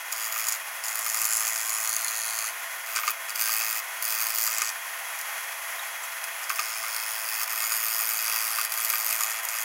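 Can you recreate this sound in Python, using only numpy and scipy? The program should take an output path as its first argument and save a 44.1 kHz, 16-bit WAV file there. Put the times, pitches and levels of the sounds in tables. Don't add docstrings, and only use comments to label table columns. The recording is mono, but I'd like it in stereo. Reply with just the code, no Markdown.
import sys
import numpy as np
from scipy import signal
from scipy.fft import rfft, irfft, next_fast_len
from scipy.io import wavfile
from scipy.ndimage import uniform_filter1d

SR = 44100
rng = np.random.default_rng(int(sys.argv[2]) if len(sys.argv) > 2 else 0)


def wav_out(sig):
    wavfile.write(sys.argv[1], SR, np.round(np.clip(np.atleast_2d(sig).T, -1, 1) * 32767).astype(np.int16))


def field_ratio(decibels):
    return 10 ** (np.asarray(decibels, dtype=float) / 20)


N = 425109

TURN = 795
SIZE = next_fast_len(N + 4096)
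HZ = np.arange(SIZE // 2 + 1) * SR / SIZE + 1e-3


def rms_one(x):
    return x / np.sqrt(np.mean(x ** 2) + 1e-20)


def in_time(rows):
    s, *columns = np.transpose(rows)
    return [np.interp(np.arange(N) / SR, s, column) for column in columns]


def at_hz(points):
    hz, db = np.transpose(points)
    return np.interp(np.log(HZ), np.log(hz), db)


def drift(rate):
    knots_per_s = 200
    knots = rng.standard_normal(int(N / SR * knots_per_s) + 400)
    r = np.exp(-2 * np.pi * rate / knots_per_s)
    slow = rms_one(signal.lfilter([1], [1, -2 * r, r * r], knots)[398:])
    return np.interp(np.arange(N) / SR * knots_per_s, np.arange(len(slow)), slow)


def resonance(grid, hz, width):
    return 1j * grid * width / (hz ** 2 - grid ** 2 + 1j * grid * width)


def body(drive, modes, low_hz, high_hz, broad_db):
    size = next_fast_len(drive.shape[1] + 2048)
    grid = np.arange(size // 2 + 1) * SR / size
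    ring = field_ratio(broad_db)
    for hz, width, db in modes:
        if .8 * low_hz < hz < 1.2 * high_hz:
            ring = ring + field_ratio(db) * resonance(grid, hz, width)
    band = signal.butter(4, [low_hz, high_hz], "band", fs=SR, output="sos")
    ring = ring * signal.sosfreqz(band, grid, fs=SR)[1]
    ring = ring / np.sqrt(np.mean(np.abs(ring) ** 2))
    return irfft(rfft(drive, size) * ring, size)[:, :drive.shape[1]]


def to_ports(mid_side, side_db, locked):
    mid, own = mid_side
    locked = np.clip(locked * (5000 / (HZ + 1000)) ** 0.9, 0, .95)
    side = field_ratio(side_db) * (np.sqrt(locked) * 1j * mid + np.sqrt(1 - locked) * own)
    return irfft(np.array([mid + side, mid - side]), SIZE)[:, :N]


def surface(kept):
    rows = rng.standard_normal((N // TURN + 1, 2, TURN))
    kept = np.clip(kept[::TURN], 0, .95)
    for k in range(1, len(rows)):
        rows[k] = kept[k] * rows[k - 1] + np.sqrt(1 - kept[k] ** 2) * rows[k]
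    return rows.transpose(1, 0, 2).reshape(2, -1)[:, :N]


def strikes(rows, shift_db, decay_s):
    s, db = np.transpose(rows)
    clicks = np.zeros(N)
    clicks[(s * SR).astype(int)] = field_ratio(db + shift_db)
    return signal.lfilter([1], [1, -np.exp(-1 / (decay_s * SR))], clicks + 1e-18)


# (f/Hz, level/dB per Hz)
AIR_COLOUR = [(100, -35), (200, -47), (400, -27), (600, -15.5), (780, -7), (1300, -5.5), (1680, -7.5),
              (2300, -8), (3000, -11.5), (3600, -18), (5000, -18.5), (8200, -22), (13200, -15.5),
              (17000, -19)]
# (f/Hz, width/Hz, lift/dB)
AIR_HUMPS = [(1049, 35, 5.5), (1580, 120, 1.5), (1850, 156, 7.5), (2044, 147, 6), (2440, 115, 4),
             (3410, 140, 1.5), (6500, 2100, 7.5), (10720, 1650, 9)]
# (f/Hz, side-minus-mid level/dB)
AIR_SIDE = [(60, -34), (640, -32), (1410, -27), (2400, -17), (3100, -12.5), (3700, -6), (4400, -6),
            (8100, -4), (15000, -1.5)]
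WHIRR_DB = -34.5


def whirr():
    humps_db = sum(db * np.abs(resonance(HZ, hz, width)) ** 2 for hz, width, db in AIR_HUMPS)
    colour = field_ratio(at_hz(AIR_COLOUR) + humps_db)
    flicker = field_ratio(.5 * drift(0.57) + 0.89 * drift(24.5))
    air = rfft(rng.standard_normal((2, N)) * flicker, SIZE) * colour
    noise = to_ports(air, at_hz(AIR_SIDE), locked=0.95)
    return field_ratio(WHIRR_DB) * rms_one(noise) * field_ratio([[-.2], [.2]])


# (multiple of the turning rate, level/dB)
HUM_ORDERS = [(4, -92.5), (6, -81.5), (8, -74.5), (10, -65.5), (18, -59.5), (25, -59), (26, -53.5),
              (27, -56.5), (39, -53.5), (44, -65.5), (46, -56.5), (59, -58.5), (60, -54)]
FAN_HZ, FAN_DB = 670, -55.5


def motor():
    turns = np.arange(N) / TURN
    tones = np.zeros(N)
    for order, db in HUM_ORDERS:
        phase = 2 * np.pi * order * turns + 1.2 * drift(4.0)
        tones += field_ratio(db + 2.5 * drift(6.0)) * np.sin(phase)
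    fan_phase = 2 * np.pi * FAN_HZ * np.arange(N) / SR + 0.6 * drift(8.2)
    fan = field_ratio(FAN_DB + 2.8 * drift(19.0)) * np.sin(fan_phase)
    return np.sqrt(2) * (tones + fan)


# (t/s, peak level/dB, f/Hz, width/Hz)
PINGS = [(5.787, -40, 1500, 500), (5.793, -30, 3760, 50), (6.031, -33, 7000, 300), (6.037, -24, 7600, 150),
         (6.043, -28, 6540, 200), (6.2405, -20, 4570, 500), (6.2405, -9, 10100, 600),
         (6.242, -22, 2500, 300)]
PING_RISE_S = 0.00056


def pings():
    out = np.zeros(N)
    t = np.arange(2000) / SR
    for s, db, hz, width in PINGS:
        envelope = np.exp(-np.pi * width * t) * (1 - np.exp(-t / PING_RISE_S))
        start = int(s * SR)
        out[start:start + len(t)] += field_ratio(db) * np.sin(2 * np.pi * hz * t) * envelope
    return out


# (t/s, pressure as scrape level/dB, flute roll as brightness/dB)
ROUGHING = [
    [(0.11, -56, -2), (0.116, -37.5, -2), (0.25, -33.5, 2), (0.30, -42.5, 2.5), (0.40, -32.5, 2),
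     (0.432, -39, 0), (0.482, -33, -1), (0.555, -36, -2), (0.572, -47, 3)],
    [(0.83, -56, 0), (0.838, -35, -3), (0.91, -37, 0), (1.27, -29, -1.5), (1.614, -33.5, -1),
     (1.882, -33, -1), (2.482, -35.5, -1), (2.53, -55, 3)],
    [(2.86, -41.5, 0), (2.948, -42.5, 4), (2.962, -23, -7), (3.022, -56, 16), (3.086, -32.5, -3),
     (3.112, -43, 12), (3.126, -72, 6)],
    [(3.28, -51, 4), (3.296, -32, -2), (3.315, -45, 2), (3.343, -54, 2), (3.35, -43, 6), (3.418, -30.5, 4),
     (3.795, -35, 6.5), (3.812, -51, 4)],
    [(4.012, -55, 4), (4.022, -36.5, 6.5), (4.15, -31.5, 4.5), (4.422, -37, 5.5), (4.54, -32.5, 2.5),
     (4.63, -31.5, -4), (4.678, -32, 0), (4.70, -32, -2), (4.72, -60, -2)],
]
# (t/s, pressure as scrape level/dB, flute roll as brightness/dB)
FINISHING = [
    [(6.41, -62, -3), (6.436, -36, -7), (6.486, -76, -3), (6.492, -44, 8.5), (6.664, -36.5, 1.5),
     (7.214, -38.5, 7), (7.44, -34, 6), (7.452, -55, 3), (7.465, -40, 9)],
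    [(7.475, -33, 8), (7.491, -56, 6), (7.505, -32.5, 4), (7.539, -42, 7), (7.619, -33.5, 3.5),
     (8.007, -34.5, 7), (8.323, -33, 4), (8.657, -34.5, 4.5), (8.685, -46, 6)],
    [(8.695, -44, 5.5), (8.797, -34.5, 3.5), (9.225, -34, 2), (9.393, -37, -2), (9.417, -52, 1),
     (9.453, -40, 8), (9.473, -68, 8), (9.485, -37, 0), (9.64, -36, 3)],
]
# (bright edge level/dB, top hiss level/dB, blank knock level/dB)
TOOL_SETS = [(-4.5, 0, -39), (-1, -1.5, -41.5), (-5, 0.5, -35.5), (-5, -3.5, -36.5), (-4.5, -3, -38),
             (-4, -5, -38.5), (-1, -3.5, -36), (-1, -0.5, -37)]
# (t/s, peak level/dB)
CATCHES = [(0.1227, -12), (0.484, -6.5), (0.5215, -10), (0.838, -18), (0.8819, -14.5), (1.3673, -10),
           (1.927, -19), (2.9614, -24), (3.1035, -17), (3.355, -18), (4.0233, -17), (4.6184, -15),
           (6.24, -16.5), (6.495, -13.5), (6.557, -17), (7.4126, -36), (7.4954, -24), (7.7196, -9.5),
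           (7.9897, -25), (8.7206, -18), (8.775, -26), (8.8477, -16), (9.1022, -11), (9.4504, -21),
           (9.4866, -13), (9.5582, -20)]
# (t/s, peak level/dB)
KNOCKS = [(0.3614, -23.5), (1.063, -24.5), (1.1367, -30), (1.8312, -35), (2.337, -45), (2.4089, -37),
          (2.442, -29), (2.7934, -46), (2.9603, -27), (2.9692, -18.5), (2.988, -19.5), (3.0353, -21.5),
          (3.0702, -28), (3.0775, -18.5), (3.097, -28), (3.492, -25), (3.6663, -36), (4.477, -23.5),
          (4.583, -31), (4.6187, -24), (6.5013, -17), (6.5915, -18.5), (6.838, -22.5), (6.984, -33),
          (7.411, -24), (7.7197, -22.5), (8.0001, -26.5), (8.269, -37), (8.585, -19.5), (8.9365, -18.5),
          (9.108, -25.5), (9.208, -22)]
SCRAPE_GAIN_DB, MEAN_PRESSURE_DB = 0.5, -32.5
KNOCK_FOLLOWS = 0.64
EDGE_ROLL, HISS_ROLL = 0.39, 1.29
TREMOR_DB, TREMOR_PER_S = 0.6, 18.
SURGE_DB, SURGE_S = -23, 0.013
DIG_LEAD_S, DIG_RISE_S, DIG_FALL_S = .009, .004, .022
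DIG_KNOCK_DB, DIG_SCRAPE_DB = -13.5, -14.5


def hand():
    rows = []
    for moves, tool_set in zip(ROUGHING + FINISHING, TOOL_SETS):
        rows.append((moves[0][0] - .004, -80, 0, *tool_set))
        rows.extend((*move, *tool_set) for move in moves)
        rows.append((moves[-1][0] + .004, -80, 0, *tool_set))
    pressure_db, roll_db, edge_db, hiss_db, knock_db = in_time(rows)
    early = np.array(KNOCKS) - [DIG_LEAD_S, 0]
    r = np.exp(-1 / (DIG_RISE_S * SR))
    dig = signal.lfilter([1 - r], [1, -r], strikes(early, 0, DIG_FALL_S))
    surge = strikes(CATCHES, SURGE_DB, SURGE_S) * (pressure_db > -60)
    steady = field_ratio(pressure_db + SCRAPE_GAIN_DB + TREMOR_DB * drift(TREMOR_PER_S))
    steady = np.hypot(steady, surge)
    scrape = np.hypot(steady, field_ratio(DIG_SCRAPE_DB) * dig)
    edge = steady * field_ratio(edge_db + EDGE_ROLL * roll_db)
    hiss = steady * field_ratio(hiss_db + HISS_ROLL * roll_db)
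    knock = field_ratio(knock_db + KNOCK_FOLLOWS * (pressure_db - MEAN_PRESSURE_DB))
    return [scrape, edge, hiss], np.hypot(knock, field_ratio(DIG_KNOCK_DB) * dig)


# (t/s, peak level/dB)
BITES = [(0.1238, -11), (0.1517, -20), (0.3228, -14), (0.4421, -15), (0.467, -10.5), (0.484, -11),
         (0.5209, -13), (0.8372, -16), (0.8821, -14), (0.9544, -12), (0.9908, -10), (1.0621, -11),
         (1.0981, -9.5), (1.1435, -5.5), (1.1709, -9), (1.2153, -6), (1.2522, -4.5), (1.3146, -11),
         (1.3315, -6.5), (1.3674, -9), (1.4044, -10), (1.4767, -8), (1.5585, -11), (1.6748, -15),
         (1.6932, -8.5), (1.7476, -13), (1.7835, -13), (1.854, -10.5), (1.8728, -10.5),
         (1.8913, -9.5), (1.9272, -12), (1.9631, -10), (2.0454, -11.5), (2.0808, -6), (2.3048, -15),
         (2.3881, -11), (2.9596, -8.5), (3.0776, -10.5), (3.1045, -17), (3.3569, -12), (3.3759, -21),
         (3.3928, -13), (3.4113, -10.5), (3.565, -11), (3.7266, -13), (3.763, -17), (4.0227, -13.5),
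         (4.0509, -14), (4.0778, -13), (4.2225, -13), (4.2674, -15), (4.3033, -13), (4.3392, -17),
         (4.383, -13.5), (4.4654, -15.5), (4.5804, -7.5), (4.6176, -7.5), (4.688, -18),
         (6.4943, -18), (6.5572, -19), (6.5926, -10), (6.9443, -14), (6.9627, -14), (6.9982, -15.5),
              (7.0356, -15.5), (7.288, -14.5), (7.4127, -13), (7.4327, -12), (7.4955, -19), (7.5314, -17),
              (7.5579, -16.5), (7.5758, -16), (7.6038, -13.5), (7.6397, -13), (7.6836, -18), (7.7195, -16),
              (7.7834, -17), (7.8193, -17), (7.8552, -15), (7.8816, -13.5), (7.955, -16), (7.9894, -15),
              (8.0089, -15), (8.0543, -22), (8.0975, -15.5), (8.162, -18), (8.1979, -14), (8.2698, -13),
              (8.2972, -13), (8.3601, -11), (8.378, -15), (8.4319, -16), (8.4858, -18), (8.5042, -16),
              (8.5401, -18), (8.5834, -13), (8.6125, -11), (8.6489, -13), (8.694, -18), (8.7207, -14),
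              (8.7387, -11), (8.7746, -15.5), (8.811, -16), (8.847, -11.5), (8.9008, -9.5), (8.9557, -14),
              (9.064, -15), (9.1066, -13), (9.1263, -10.5), (9.2054, -9.5), (9.2341, -11), (9.3064, -14.5),
              (9.4321, -19), (9.4501, -18.5), (9.4865, -19), (9.5583, -19)]
BITE_CREST_DB = 17.5
ENTRY_MS, EXIT_MS, CLEAR_MS = -2.3, 0.81, 0.23
SWELL_DB, CLEAR_DB, TRAIL_DB_PER_MS = 9., 1., -1.9


def contacts(peak_ms, scrape):
    half_ms = 500 * TURN / SR
    since_ms = np.arange(N) * 1000 / SR - peak_ms - ENTRY_MS + 2 * half_ms
    count, ms = np.divmod(since_ms, half_ms)
    count = count.astype(int)
    luck = rng.standard_normal((count.max() + 1, 6))[count].T
    length = EXIT_MS - ENTRY_MS
    shape_db = np.interp(ms, [0, length, length + CLEAR_MS], [0, SWELL_DB, CLEAR_DB])
    shape_db = shape_db + TRAIL_DB_PER_MS * np.maximum(ms - length, 0)
    shape_db = shape_db + .8 * luck[0] + 1.1 * luck[1] * (ms + ENTRY_MS < -.5)
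    s, peak_db = np.transpose(BITES)
    at = ((s + .001) * SR).astype(int)
    extra_db = np.zeros(count.max() + 1)
    extra_db[count[at]] = np.clip(peak_db - BITE_CREST_DB - 20 * np.log10(scrape[at]), -3, 6.5)
    bite = field_ratio(extra_db[count])
    return rms_one(field_ratio(shape_db)) * bite, bite, luck


def fibre_snaps(peak_ms):
    marks = np.arange(1, 2 * N // TURN - 2)
    luck = rng.standard_normal((len(marks), 4)).T
    centre = marks * TURN / 2 + (peak_ms[marks * TURN // 2] + .21 * (marks % 2)) * SR / 1000
    snaps = np.zeros(N)
    for k, (early_ms, jitter_ms, db) in enumerate([(1.3, 0.12, -19.0), (.2, 0.058, -2.0)]):
        at = np.round(centre + (jitter_ms * luck[k] - early_ms) * SR / 1000).astype(int)
        snaps[at] = field_ratio(db + 1.1 * luck[k + 2]) * (-1) ** k
    return rms_one(snaps)


# (f/Hz, width/Hz, level/dB)
BLANK_MODES = [(1108, 16, -3), (1235, 44, 1), (1377, 170, -7.5), (1539, 37, -7), (1850, 24, -2.5),
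               (2137, 66, -5), (2340, 135, -7), (2506, 64, -4.5)]
# (f/Hz, width/Hz, level/dB)
JOLT_MODES = [(1213, 37, 5), (2460, 110, -9)]
JOLT_DB = 9.5


def blank(burst, knock, kept, luck):
    thud = np.hypot(knock * field_ratio(1.2 * luck) * burst, strikes(KNOCKS, -12, 0.005))
    thud = signal.lfilter([.02], [1, -.98], thud)
    rub = body(surface(kept * 0.82) * thud, BLANK_MODES, 1140, 4200, broad_db=-25.0)
    blows = strikes(KNOCKS, JOLT_DB, 0.00006) * [[1], [0]]
    jolts = body(blows, BLANK_MODES + JOLT_MODES, 1030, 2900, broad_db=-17.0)
    shudder = body(rng.standard_normal((2, N)) * thud, [(428, 59, 0)], 200, 680, broad_db=-30)
    return rub + jolts + shudder * field_ratio(-29.5)


BAND_EDGES = [4400, 8300, 12000, 18500]
# (from t/s, to t/s, [(f/Hz, width/Hz, level/dB)])
STEEL_OVERHAND = [(0, 0.7, [(4870, 430, -10), (6500, 150, -15), (6860, 290, 3), (7480, 150, -17),
                  (8560, 300, -18), (10000, 400, 4), (10900, 300, -2), (11900, 300, -8), (13700, 540, -4),
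                  (14800, 400, -15)]), (0.7, 1.2, [(5140, 380, -8), (6500, 150, -9), (6870, 260, 4.5),
                  (7400, 120, -9), (10100, 350, 1), (10900, 300, -3), (11900, 300, -8), (13300, 400, 6),
                  (14400, 500, 4)]), (1.2, 1.85, [(5200, 220, -12), (6430, 150, -8), (6890, 220, 4.5),
                  (7440, 180, -5), (10100, 280, 7), (11200, 270, 0), (13150, 460, -2), (14300, 600, 0)]),
                  (1.85, 2.7, [(4260, 570, 6), (6370, 230, 7), (6750, 260, 8), (8600, 300, -2),
                  (9200, 610, -2), (10240, 540, 9), (10900, 300, -5), (13300, 900, -6), (15200, 460, -17)]),
                  (2.7, 4.422, [(4750, 410, 0), (5220, 350, -10), (6460, 290, 0.5), (7010, 230, -1.5),
                  (8350, 350, -3), (9360, 300, 1), (10100, 280, 8), (11100, 690, -1), (13840, 500, 4),
                  (14900, 700, -7)]), (4.421, 5.5, [(4750, 300, -13), (5840, 250, -9), (6600, 240, -6),
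                  (7000, 270, -6), (7800, 300, -11), (10100, 400, -3), (11300, 690, -12), (13800, 800, 2)])]
# (from t/s, to t/s, [(f/Hz, width/Hz, level/dB)])
STEEL_UNDERHAND = [(5.5, 6.87, [(4750, 280, -2), (5230, 320, 2), (6380, 150, 3), (6830, 180, 2),
                   (8410, 200, -4), (9750, 500, 4), (10900, 300, -1), (13300, 500, -3), (15300, 400, -4)]),
                   (6.86, 7.43, [(4800, 200, 2), (5260, 300, 3), (6380, 200, -3), (6820, 210, -1),
                   (8500, 200, -1), (9900, 620, 9), (10500, 300, -4), (12000, 300, 0), (14000, 600, -1),
                   (15100, 400, -1)]), (7.45, 8.23, [(4700, 110, 1), (5080, 350, 0.5), (6420, 140, 4.5),
                   (6870, 84, 7), (8300, 210, -4), (10100, 410, 0), (12100, 250, 3), (13500, 300, 3),
                   (13900, 450, 4), (15100, 300, -4)]), (8.23, 8.67, [(4730, 98, 5), (5150, 400, -4),
                   (5850, 300, -12), (6450, 88, -2), (6700, 120, -15), (8370, 150, -1), (10100, 300, 7),
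                   (11140, 300, 0), (12100, 250, 0), (12400, 180, 5), (13800, 270, 5), (15100, 230, -5)]),
                   (8.69, 9.08, [(4680, 96, -3), (5100, 400, -16), (6430, 97, -5), (6860, 130, -1),
                   (8300, 70, 2), (10150, 400, 4), (12000, 200, 5), (12520, 150, 5), (13900, 280, 3),
                   (14900, 400, -13)]), (9.08, 9.69, [(4940, 300, -11), (6470, 92, 0), (6900, 180, 1),
                   (8400, 200, -13), (9990, 280, 1), (11900, 220, 0), (12300, 150, 0), (13900, 250, 7)])]
# (scrape, edge, hiss [share of pitch per s])
SLIDES = [(0, 0, 0.001), (-0.015, .003, -.005), (-.02, -0.0016, -.005), (-0.012, 0.019, -.01),
          (0.004, -0.0013, -0.011), (0.016, 0.018, -.003), (-0.021, 0.012, 0.006), (0.0095, .003, 0.006),
          (0.00086, 0.00056, -.01), (-0.01, -.003, -0.0081), (0.0078, 0.0023, -0.0068),
          (-0.0032, -.003, -.003)]
MODE_WANDER_DB = 0.6
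STEP = 5000


def steel(drive, band):
    out = np.zeros((2, N + 4 * STEP))
    fade = np.hanning(2 * STEP + 1)[:-1]
    drive = np.pad(drive, [(0, 0), (STEP, 2 * STEP)])
    low_hz, high_hz = BAND_EDGES[band:band + 2]
    for (start, end, modes), slide in zip(STEEL_OVERHAND + STEEL_UNDERHAND, SLIDES):
        first = int(np.ceil(start * SR / STEP))
        last = int(np.ceil(end * SR / STEP)) + (end * SR + 1 > N)
        for k in range(first, last):
            shift = 1 + slide[band] * (k * STEP / SR - (start + end) / 2)
            now = [(hz * shift, width, db + MODE_WANDER_DB * rng.standard_normal())
                   for hz, width, db in modes]
            part = drive[:, k * STEP:(k + 2) * STEP] * fade
            part = np.pad(part, [(0, 0), (0, 1024)])
            out[:, k * STEP:k * STEP + part.shape[1]] += body(part, now, low_hz, high_hz, broad_db=-6.0)
    return out[:, STEP:STEP + N]


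# (t/s, end-grain peak after the turn mark/ms, surface kept per turn [0-1], L-R level/dB)
CUT_COURSE = [(0, 0.3, 0.55, 1.8), (1.0, 0.33, 0.66, 1.3), (2.6, 0.35, 0.8, 1.3), (2.7, 5.3, 0.1, 0.8),
              (3.4, 5.5, 0.74, 1.4), (3.9, 5.5, 0.74, 1.4), (4.0, 4.9, 0.68, 1.4), (4.7, 4.7, 0.35, 1.3),
              (5.5, 5.4, 0.15, 1), (7.0, 5.6, 0.7, 0.3), (7.4, 5.9, 0.7, 0.8), (8.0, 5.7, 0.6, 0.7),
              (9.1, 5.3, 0.41, 1.2), (9.64, 5.6, 0.3, 1.6)]
# (t/s, peak level/dB)
TICKS = [(5.189, -16), (5.212, -14), (5.4394, -32), (6.1194, -27)]
# (f/Hz, side-minus-mid level/dB)
CUT_SIDE = [(60, -40), (640, -32), (1410, -27), (2600, -16), (3200, -10), (3700, -3), (4500, -4),
            (6820, -2), (15000, -1)]


def gouge():
    peak_ms, kept, pan_db = in_time(CUT_COURSE)
    levels, knock = hand()
    burst, bite, luck = contacts(peak_ms, levels[0])
    snap = strikes(CATCHES, -16, 0.0061) + strikes(TICKS, -16, 0.003)
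    fibres = fibre_snaps(peak_ms)
    out = np.zeros((2, N))
    memory, snap_db = [1.05, .75, .6], [0., -1., -1.]
    for band, level in enumerate(levels):
        own_db = (.3 + .8 * band) * luck[2 + band]
        envelope = np.hypot(level * field_ratio(-3.0 + own_db) * burst, field_ratio(snap_db[band]) * snap)
        drive = surface(kept * memory[band]) * envelope
        drive[0] += level * field_ratio(-11.5 - .7 * band) * fibres * bite
        out += steel(drive, band)
    high = signal.butter(3, 3800, "high", fs=SR, output="sos")
    lean = 0.12 * pan_db * signal.sosfiltfilt(high, out[0]) * [[1], [-1]]
    out += blank(burst, knock, kept, luck[5])
    return to_ports(rfft(out, SIZE), at_hz(CUT_SIDE), locked=0.55) + lean


def scene():
    return whirr() + motor() + pings() + gouge()


def low_pass(x):
    return signal.sosfilt(signal.butter(12, 16510, fs=SR, output="sos"), x)


def record(dry):
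    level_db = 10 * np.log10(uniform_filter1d(np.mean(dry ** 2, axis=0), size=128) + 1e-12)
    fall = 60. * np.arange(N) / SR
    held_db = np.maximum.accumulate(np.maximum(level_db + 17.0, 0) + fall) - fall
    duck_db = signal.lfilter([.004], [1, -.996], -.25 * held_db)
    rounded = 1.3 * np.tanh(dry * field_ratio(duck_db + .6) / 1.3)
    low_cut = signal.butter(6, 165, "high", fs=SR, output="sos")
    top_cut = signal.ellip(14, .5, 65, 15830, fs=SR, output="sos")
    mix = signal.sosfilt(top_cut, signal.sosfilt(low_cut, rounded))
    return low_pass(mix)


dry = scene()
out = record(dry)
wav_out(out)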